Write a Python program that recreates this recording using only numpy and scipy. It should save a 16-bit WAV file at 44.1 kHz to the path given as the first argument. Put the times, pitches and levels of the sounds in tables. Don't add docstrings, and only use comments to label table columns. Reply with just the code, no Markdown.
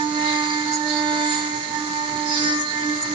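import sys
import numpy as np
from scipy import signal
from scipy.fft import rfft, irfft, next_fast_len
from scipy.io import wavfile
from scipy.ndimage import uniform_filter1d, map_coordinates

SR = 44100
rng = np.random.default_rng(int(sys.argv[2]) if len(sys.argv) > 2 else 0)


def to_wav(sig):
    pcm = np.clip(np.atleast_2d(sig), -1, 1) * 32767
    pcm = np.round(pcm).astype(np.int16)
    wavfile.write(sys.argv[1], SR, pcm.T)


N = 138474

SHAFT_HZ, FLUTTER_HZ = 299.85, 22
WANDER_RAD = 0.35
HEAD_PAN_DB, LEFT_LAG_S = -3.5, 0.000233


def hum(shaft):
    # t/s, level/dB
    order_1 = [(0.2, -26.5), (0.86, -29.5), (0.98, -26.5), (1.25, -26.5), (1.55, -33), (1.66, -44.5),
               (1.82, -29), (1.89, -35), (2.36, -30.5), (2.45, -25.5), (2.57, -27.5), (2.71, -42.5),
               (2.89, -23.5), (2.98, -30), (3.02, -42.5), (3.13, -27)]
    order_2 = [(0, -61), (.2, -40.5), (.39, -41.5), (.5, -60.5), (.79, -48), (.87, -35.5), (1.22, -35.5),
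               (1.36, -54.5), (1.681, -46), (1.77, -57.5), (2.13, -42), (2.52, -41.5), (2.8, -51),
               (2.9, -45)]
    order_3 = [(0, -25.5), (.13, -33.5), (.23, -27.5), (.68, -30), (.725, -24.5), (.78, -31.5), (1.04, -26),
               (1.35, -30), (1.51, -37), (1.57, -32), (1.63, -43.5), (1.76, -25.5), (1.86, -37.5),
               (1.97, -28.5), (2.345, -29.5), (2.364, -39.5), (2.69, -46), (2.77, -32), (2.92, -46)]
    order_4 = [(0, -42), (.46, -33.5), (.66, -48), (1, -43.5), (1.4, -42.5), (1.66, -55.5), (1.74, -40),
               (2.3, -43.5), (2.6, -32), (2.7, -40.5)]
    order_5 = [(0.76, -47.5), (1.12, -36.5), (1.75, -52.5), (2.35, -51.5), (2.4, -38), (2.5, -33),
               (2.56, -49)]
    order_6 = [(0.01, -27), (.07, -45), (.17, -30), (.62, -31.5), (.79, -38), (.86, -28.5), (1.101, -30.5),
               (1.45, -33), (1.63, -36), (1.77, -32), (1.85, -39), (1.96, -29.5), (2.25, -36.5),
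               (2.47, -24), (2.659, -32), (2.78, -26.5), (2.87, -30.5)]
    order_7 = [(0, -50.5), (.29, -30), (.36, -33), (.74, -38), (.8, -54), (1, -37), (1.3, -35.5),
               (1.67, -44.5), (2.7, -44), (2.77, -34.5), (2.83, -42)]
    # pan/dB, left lag/rad
    places = [(-4, 0.13), (-4, 0.97), (-13, 1.34), (-9.5, 1.4), (21, 1.4), (-5.5, 2.62), (10, 0.7)]
    # t/s, added pan/dB
    swing = [(.75, 1), (.87, -16), (1.1, 0.5), (1.6, 2.5), (1.77, -12), (1.9, 7), (2.35, -6.5), (2.6, 18),
             (2.72, -4), (3, 5)]
    # t/s, order
    dropouts = [(.645, 3), (.79, 6), (.905, 3), (1.71, 6), (2.065, 3), (2.57, 2), (2.73, 4)]
    trim_db, dip_db, dip_s, flutter_depth = 0.5, 11.5, 0.015, 0.075
    out, t = np.zeros((2, N)), np.arange(N) / SR
    levels = [order_1, order_2, order_3, order_4, order_5, order_6, order_7]
    for k, (level, (pan_db, lag_rad)) in enumerate(zip(levels, places), 1):
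        dips = sum(np.exp(-((t - at_s) / dip_s) ** 2) for at_s, order in dropouts if order == k)
        flutter = 1 + flutter_depth * np.sqrt(k) * (wobble(FLUTTER_HZ) + 1j * wobble(FLUTTER_HZ))
        gain = amp(curve(level) + trim_db - dip_db * dips) * np.abs(flutter)
        phase = k * shaft + rng.uniform(0, 2 * np.pi) + np.angle(flutter)
        phase += WANDER_RAD * np.sqrt(k) * wobble(1.994)
        swing_db = curve(swing) * (k == 6)
        out += gain * pan(pan_db + swing_db) * np.sqrt(2) * np.cos([phase - lag_rad, phase])
    return out


def whine(shaft):
    # t/s, level/dB
    level = [(0, -43.5), (.4, -37.5), (.8, -46), (1.3, -35.5), (1.52, -45.5), (2.25, -44.5), (2.45, -32.5),
             (2.65, -44.5)]
    # f/Hz, level/dB
    colour = [(2400, -5), (2700, -11), (4200, 2.5), (5500, -5), (6600, 3)]
    # start/s, end/s, order, level/dB
    singing = [(.15, .7, 8, -44), (.24, .6, 16, -41), (.9, 1.46, 12, -41.5), (.98, 1.46, 15, -39)]
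    trim_db, flutter_db, blur_rad, ramp_s = -7.5, 2, 0.25, 0.033
    out, t = np.zeros((2, N)), np.arange(N) / SR
    for k in range(8, 25):
        hz = k * SHAFT_HZ
        phase = k * shaft + rng.uniform(0, 2 * np.pi) + blur_rad * wobble(40)
        phase += WANDER_RAD * np.sqrt(k) * wobble(2)
        gain = amp(curve(level) + along(colour, hz) + trim_db)
        for start_s, end_s, order, db in singing:
            if order == k:
                gain += amp(db) * np.clip(np.minimum(t - start_s, end_s - t) / ramp_s, 0, 1)
        gain *= amp(flutter_db * wobble(FLUTTER_HZ))
        out += gain * np.cos([phase - 2 * np.pi * hz * LEFT_LAG_S, phase])
    return out * pan(HEAD_PAN_DB)


def grinding(shaft):
    # t/s, level/dB
    load = [(0.06, -33), (0.29, -26), (0.81, -30.5), (1.35, -27.5), (1.59, -32), (2.3, -30), (2.47, -27),
            (2.66, -35.5), (2.71, -30)]
    # f/Hz, relative density/dB
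    spectrum = [(400, -8.5), (750, -7), (950, 5.5), (1100, -2.5), (1350, 1.5), (1620, -3), (1800, -7),
                (2060, 6), (2280, -3), (2750, -8), (3400, -7), (4300, 3), (5500, -9), (7000, -5.5)]
    # f/Hz, pan/dB
    direction = [(800, -1.5), (1500, 6), (2200, 0), (3000, -13)]
    # f/Hz, width/Hz, relative level/dB
    rings = [(1815, 68, -11.5), (4215, 43, -12)]
    trim_db = -1
    grit = patchy(noise(lambda hz: amp(along(spectrum, hz)), lambda hz: along(direction, hz)))
    out = grit * bite(shaft, depth=0.43, grit_db=2) * amp(trim_db)
    for ring_hz, width_hz, db in rings:
        out += amp(db) * noise(resonance(ring_hz, width_hz), lambda hz: HEAD_PAN_DB)
    return out * amp(curve(load))


def screeches(shaft):
    # peak t/s, length/s, level/dB, f/Hz, width/Hz
    catches = [(0.298, 0.12, -30, 4010, 482), (0.53, 0.12, -30.5, 4660, 330),
               (.695, 0.066, -30.5, 4410, 282), (0.748, 0.04, -24.5, 6760, 246),
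               (0.743, 0.054, -33.5, 4940, 217), (0.908, .06, -24, 4400, 433),
               (0.98, 0.06, -24.5, 4460, 325), (1.324, 0.18, -29.5, 7080, 442),
               (1.334, 0.036, -29, 4430, 1320), (1.666, 0.06, -32, 4230, 220), (2.347, .11, -22, 5150, 750),
               (2.379, 0.053, -24.5, 4370, 410), (2.465, 0.16, -26.5, 5100, 602),
               (2.611, 0.045, -26, 6640, 697), (2.697, .075, -25, 4220, 130),
               (3.026, 0.023, -27.5, 6950, 362)]
    # f/Hz, pan/dB
    direction = [(4600, -13), (5200, -2.5)]
    turn_echo = 0.78
    out, t = np.zeros((2, N)), np.arange(N) / SR
    for peak_s, length_s, db, pitch_hz, width_hz in catches:
        near = np.abs(t - peak_s) < 2 * length_s
        swell = amp(db) / np.cosh(2 * (t[near] - peak_s) / length_s) ** 2
        mode = resonance(pitch_hz, width_hz)
        comb = lambda hz: mode(hz) / np.abs(1 - turn_echo * np.exp(2j * np.pi * hz / SHAFT_HZ))
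        ring = noise(comb, lambda hz: along(direction, pitch_hz), size=max(near.sum(), SR // 8))
        out[:, near] += swell * ring[:, :near.sum()]
    return out * bite(shaft, depth=0.27, grit_db=-2)


def bite(shaft, depth, grit_db):
    return unit((1 + depth * np.cos(shaft)) * amp(grit_db * wobble(500)))


def coolant(level_db=-33.5, pan_db=-6):
    # f/Hz, relative density/dB
    spectrum = [(2600, -15.5), (4300, -2.5), (6100, 2.5), (6800, 8.5), (7400, -3)]
    hiss = patchy(noise(lambda hz: amp(along(spectrum, hz)), lambda hz: pan_db))
    return hiss * amp(level_db + wobble(29.97))


def pump(waver_db=2.4, pan_db=-4):
    # t/s, level/dB
    level = [(0, -36.5), (.16, -45.5), (1.4, -47), (1.55, -43)]
    # f/Hz, relative density/dB
    spectrum = [(50, -31), (108, -2), (300, 2), (450, -6.5), (900, -29.5)]
    rumble = noise(lambda hz: amp(along(spectrum, hz)), lambda hz: pan_db)
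    return rumble * amp(curve(level) + waver_db * wobble(14))


def amp(db):
    return 10 ** (np.asarray(db) / 20)


def unit(x):
    return x / np.sqrt(np.mean(x ** 2) + 1e-20)


def along(points, hz):
    knots_hz, values = np.transpose(points)
    return np.interp(np.log(hz + 1), np.log(knots_hz + 1), values)


def curve(points):
    return np.interp(np.arange(N) / SR, *np.transpose(points))


def wobble(rate_hz):
    steps = np.arange(0, N * rate_hz / SR + 1, 1 / 10)
    smooth = map_coordinates(rng.standard_normal(int(steps[-1]) + 2), [steps], order=2)
    return np.interp(np.arange(N) * rate_hz / SR, steps, smooth)


def pan(db):
    gains = amp(np.array([[.5], [-.5]]) * db)
    return gains / np.sqrt(np.mean(gains ** 2, axis=0))


def resonance(centre_hz, width_hz):
    return lambda hz: 1 / (1 + 2 * ((hz - centre_hz) / width_hz) ** 2)


def noise(gain, pan_db, size=N):
    # f/Hz, coherence
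    coherence = [(300, 0.96), (900, 0.62), (2000, 0.087)]
    n_fft = next_fast_len(size, True)
    hz = np.fft.rfftfreq(n_fft, 1 / SR)
    mid, side = rfft(rng.standard_normal((2, n_fft)))
    spread_rad = np.arccos(np.clip(along(coherence, hz), -1, 1)) / 2
    mid, side = mid * np.cos(spread_rad), side * np.sin(spread_rad)
    pair = np.array([(mid + side) * np.exp(-2j * np.pi * hz * LEFT_LAG_S), mid - side])
    return unit(irfft(pair * gain(hz) * pan(pan_db(hz)), n_fft)[:, :size])


def patchy(x, depth_db=2.6):
    bands = signal.stft(x, nperseg=1024)[2]
    patches = uniform_filter1d(rng.standard_normal(bands.shape[1:]), size=2, axis=0)
    patches = uniform_filter1d(patches, size=12, axis=1)
    bands *= amp(depth_db * unit(patches))
    return unit(signal.istft(bands, nperseg=1024)[1][:, :N])


def filtered(x, gain):
    n_fft = next_fast_len(N + SR // 4, True)
    return irfft(rfft(x, n_fft) * gain(np.fft.rfftfreq(n_fft, 1 / SR)), n_fft)[:, :N]


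def scene():
    jitter_rad = 0.044
    shaft = 2 * np.pi * SHAFT_HZ * np.arange(N) / SR + jitter_rad * wobble(60)
    return hum(shaft) + whine(shaft) + grinding(shaft) + screeches(shaft) + coolant() + pump()


def record(dry):
    # f/Hz, gain/dB
    mic = [(35, -17.5), (95, -0.5), (7350, 0), (7800, -21.5), (7950, -57.5)]
    # f/Hz, gain/dB
    leak = [(8850, -10.5), (9700, -33.5)]
    rate_hz, top_hz = 16000, 9900
    band = filtered(dry, lambda hz: amp(along(mic, hz)))
    mirror = 2 * band * np.cos(2 * np.pi * rate_hz * np.arange(N) / SR)
    mirror = filtered(mirror, lambda hz: amp(along(leak, hz)))
    return filtered(band + mirror, lambda hz: hz < top_hz)


dry = scene()
out = record(dry)
to_wav(out)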